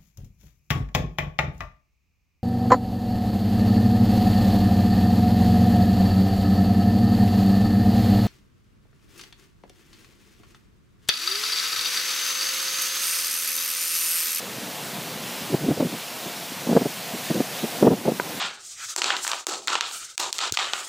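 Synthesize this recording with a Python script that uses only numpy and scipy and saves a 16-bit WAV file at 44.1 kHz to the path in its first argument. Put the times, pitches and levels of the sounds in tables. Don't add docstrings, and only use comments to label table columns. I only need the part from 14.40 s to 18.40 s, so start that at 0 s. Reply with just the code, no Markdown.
import sys
import numpy as np
from scipy import signal
from scipy.fft import rfft, irfft, next_fast_len
from scipy.io import wavfile
from scipy.ndimage import uniform_filter1d, minimum_filter1d, map_coordinates

SR = 44100
rng = np.random.default_rng(int(sys.argv[2]) if len(sys.argv) > 2 else 0)


def wav_record(signal):
    frames = np.transpose(np.atleast_2d(signal))
    bounded = np.clip(frames, -1, 1)
    quanta = np.round(bounded * 32767).astype(np.int16)
    wavfile.write(sys.argv[1], SR, quanta)


N = 176400

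# t/s, relative level/dB
GUST_LEVEL = [(0, -1), (.3, -0.5), (.62, 0), (.78, -1.2), (.87, 0.6), (1.0, 1.1), (1.2, -1.2), (1.36, -2.4),
              (1.6, -.5), (1.68, -0.7), (1.85, 0.1), (2.3, -0.7), (2.5, 0.8), (2.76, 0.2), (2.86, 2.5),
              (2.93, 1.5), (3.08, 0.7), (3.17, 1.5), (3.45, 2), (3.7, 1.5), (3.95, 1.7)]
# f/Hz, relative level/dB
RAIN_SPECTRUM = [(400, -21), (900, 4.5), (1500, -0.5), (3000, 1), (5000, -3), (7500, -3), (10000, -4),
                 (13500, -3.5), (15500, -4)]
# f/Hz, relative level/dB
FROND_SPECTRUM = [(700, -13), (1500, 0.5), (2800, 0.5), (4000, 1), (6000, -2.5), (12000, -16)]
# t/s, half-width/s, boost/dB
FROND_SURGES = [(.93, .06, 0.5), (2.785, 0.018, 1.5), (2.864, 0.017, 2.5), (3.18, 0.023, 2.5)]
# f/Hz, relative level/dB
ROAR_SPECTRUM = [(25, -21), (50, -2), (85, -8), (130, -1), (185, 1), (300, -4.5), (450, -7.5), (800, -10),
                 (1500, -19.5), (4000, -50)]
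# t/s, relative level/dB
ROAR_SWELL = [(0, -1), (.55, -0.5), (1.05, 2.5), (1.65, -5), (2.2, -1.5), (2.48, -4), (2.65, -7),
              (2.76, -2), (3.1, -4.5), (3.6, 4), (4, 6)]
# f/Hz, half-width/Hz, relative level/dB
MOAN_BANDS = [(518, 110, 1), (702, 84, 2), (836, 600, -33)]
# t/s, level/dB
MOAN_SWELL = [(0, -45.5), (.6, -42), (1.2, -45.5), (1.7, -41.5), (2.25, -43), (2.6, -47), (2.85, -42),
              (3.25, -39), (3.6, -44), (4, -43)]
# peak t/s, length/s, relative level/dB, bright part against low part/dB
EDDIES = [(0.182, 0.0054, -30, -1.5), (0.583, 0.01, -29, -24), (1.105, 0.0094, -24, -26),
          (1.131, 0.013, -17.5, -17), (1.144, 0.0055, -12.5, -4.5), (1.216, 0.026, -27, -24),
          (1.239, 0.014, -20.5, -8), (1.266, 0.0088, -23, -22), (1.286, 0.0088, -12.5, -9.5),
          (1.31, 0.012, -12, -11), (1.377, 0.0082, -21, -8), (1.404, 0.009, -14.5, -2.5),
          (1.427, 0.011, -18, -3.5), (1.452, 0.017, -20, -27), (1.532, 0.026, -29.5, -6.5),
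          (1.864, 0.016, -32.5, -4.5), (2.12, 0.0034, -29, -21), (2.273, 0.0073, -23, 0),
          (2.294, 0.011, -15.5, -7), (2.315, 0.011, -16, -6), (2.33, 0.008, -14.5, 0),
          (2.353, 0.0099, -21, -0.5), (2.369, 0.0091, -9, 5), (2.416, 0.012, -19, -5.5),
          (2.458, 0.01, -17, 0.5), (2.743, 0.018, -27, -25), (2.908, 0.012, -19, -6),
          (2.958, 0.037, -21.5, -4.5), (3.005, 0.0073, -19.5, 3), (3.239, 0.016, -20.5, -9),
          (3.413, 0.011, -21, -9), (3.428, 0.0069, -13, 6), (3.449, .016, -8.5, -3.5),
          (3.473, 0.012, -4, -.5), (3.513, 0.017, -9, -4.5), (3.522, 0.008, -12.5, -1),
          (3.534, 0.0074, -12.5, -5), (3.657, 0.0099, -17, 0), (3.683, 0.015, -14.5, 3),
          (3.719, 0.0075, -14.5, -5.5)]
# f/Hz, relative level/dB
PUFF_SPECTRUM = [(30, -3.5), (60, -3), (90, -11), (140, 1.5), (200, 3.5), (280, 3.5), (480, -12),
                 (700, -14.5), (1000, -45), (1600, -34), (4000, -72)]
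# f/Hz, relative level/dB
TEAR_SPECTRUM = [(100, -13), (300, 1), (480, 4.5), (750, -7.5), (1200, -20.5), (2000, -35), (4000, -56),
                 (9000, -80)]
# f/Hz, relative level/dB, T60/s
HOUSING_MODES = [(535, -1.5, 0.0096), (985, -10, 0.05), (1550, 0, 0.013), (2110, 6, 0.0044)]

RAIN_DB, FRONDS_DB, SPLASH_DB, ROAR_DB, PUFF_DB = -36, -39.5, -49.5, -38.5, -2.5
LOW_CUT_HZ, TOP_HZ = 132, 15550


def amp(db):
    return 10 ** (np.asarray(db) / 20)


def unit(x):
    return x / np.sqrt(np.mean(x ** 2) + 1e-20)


def curve(rows):
    return np.interp(np.arange(N) / SR, *np.transpose(rows))


def wobble(per_s):
    return map_coordinates(rng.standard_normal(1024), [np.arange(N) * per_s / SR], mode="mirror")


def filtered(x, response):
    size = next_fast_len(N + SR // 2)
    return irfft(rfft(x, size) * response(np.fft.rfftfreq(size, 1 / SR)), size)[..., :N]


def coloured(x, spectrum):
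    f, db = np.transpose(spectrum)
    return unit(filtered(x, lambda hz: amp(np.interp(np.log(hz + 1), np.log(f + 1), db))))


def rush(spectrum, patchy_db):
    cells = signal.stft(rng.standard_normal(N), nperseg=512)[2]
    patches = uniform_filter1d(rng.standard_normal(cells.shape), size=7, axis=0)
    patches = unit(uniform_filter1d(patches, size=14, axis=1))
    noise = signal.istft(cells * amp(patchy_db * patches), nperseg=512)[1][:N]
    return coloured(noise, spectrum)


def rain(gust_db):
    return amp(RAIN_DB + gust_db + 0.083 * wobble(11)) * rush(RAIN_SPECTRUM, patchy_db=0.47)


def fronds(gust_db):
    t = np.arange(N) / SR
    surge_db = sum(db * 2 ** -((t - peak_s) / width) ** 2 for peak_s, width, db in FROND_SURGES)
    level_db = FRONDS_DB + 0.72 * gust_db + surge_db + 0.32 * wobble(15)
    return amp(level_db) * rush(FROND_SPECTRUM, patchy_db=1.5)


def splashes(gust_db, per_s=720, centre_hz=3940, t60_cycles=5.2):
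    count = int(per_s * N / SR)
    when, pitch, size = rng.random((count, 3)).T[:, :, None]
    age = np.arange(SR // 250)
    cycles = np.minimum(centre_hz * 3 ** (2 * pitch - 1), TOP_HZ) * age / SR
    strength = amp(-4 * np.log(1 - .99 * size))
    ticks = strength * np.sin(2 * np.pi * cycles) * np.exp(-np.log(1000) * cycles / t60_cycles)
    samples = (when * N).astype(int) + age
    patter = np.bincount(samples.ravel(), ticks.ravel(), N)[:N]
    return amp(SPLASH_DB + gust_db) * unit(patter)


def roar():
    level_db = ROAR_DB + curve(ROAR_SWELL) + 0.68 * wobble(22.3)
    return amp(level_db) * rush(ROAR_SPECTRUM, patchy_db=-1.5)


def moan():
    tones = np.zeros(N)
    for hz, width, db in MOAN_BANDS:
        band = unit(filtered(rng.standard_normal(N), lambda f: 1 / (1 + ((f - hz) / width) ** 2)))
        tones += amp(db + 3.2 * wobble(5.98)) * band
    return amp(curve(MOAN_SWELL)) * unit(tones)


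def churn(spectrum):
    pressure = coloured(rng.standard_normal(N), spectrum)
    local_power = np.abs(signal.fftconvolve(pressure ** 2, np.hanning(SR // 90), "same"))
    return unit(pressure / np.sqrt(local_power + 1e-9))


def buffeting(rise_share=0.31, skirt_db=-19, skirt_ratio=4.9, flutter_db=1.5):
    t = np.arange(N) / SR
    low_power, bright_power = np.zeros((2, N))
    for peak_s, length, db, bright_db in EDDIES:
        offset = (t - peak_s) / length / np.where(t < peak_s, rise_share, 1 - rise_share)
        core = 2 ** -offset ** 2
        skirt = amp(skirt_db) ** 2 * 2 ** -(offset / skirt_ratio) ** 2
        low_power += amp(db) ** 2 * (core + skirt)
        bright_power += amp(db + bright_db) ** 2 * core
    ragged_gain = amp(PUFF_DB + flutter_db * wobble(93))
    puffs = np.sqrt(low_power) * churn(PUFF_SPECTRUM)
    tearing = np.sqrt(bright_power) * churn(TEAR_SPECTRUM)
    return ragged_gain * (puffs + tearing)


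def housing_tap(start_s=3.7986, gain_db=-7.5, band_hz=(340, 1660)):
    t = np.maximum(np.arange(N) / SR - start_s, 0)
    ring = sum(amp(db) * np.sin(2 * np.pi * hz * t) * np.exp(-np.log(1000) * t / t60)
               for hz, db, t60 in HOUSING_MODES)
    soft_blow = signal.butter(2, band_hz, "bandpass", fs=SR, output="sos")
    return amp(gain_db) * signal.sosfilt(soft_blow, ring)


def scene():
    gust_db = curve(GUST_LEVEL)
    wind = buffeting() + roar() + moan()
    mono = wind + rain(gust_db) + fronds(gust_db) + splashes(gust_db) + housing_tap()
    return np.array([mono, mono])


def record(dry, ceiling_db=-9, sense_s=.006, hold_s=.1, release_db_per_s=8):
    wind_filter = signal.butter(3, LOW_CUT_HZ, "highpass", fs=SR, output="sos")
    x = signal.sosfilt(wind_filter, dry)
    power = np.abs(uniform_filter1d(x[0] ** 2, int(sense_s * SR)))
    over_db = np.maximum(10 * np.log10(power + 1e-12) - ceiling_db, 0)
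    half_hold = int(hold_s * SR / 2)
    held_db = -minimum_filter1d(-over_db, 2 * half_hold + 1, origin=half_hold)
    recovery_db = release_db_per_s * np.arange(N) / SR
    duck_db = np.maximum.accumulate(held_db + recovery_db) - recovery_db
    gain = amp(-uniform_filter1d(duck_db, size=128))
    return filtered(x * gain, lambda hz: hz < TOP_HZ)


dry = scene()
out = record(dry)
wav_record(out)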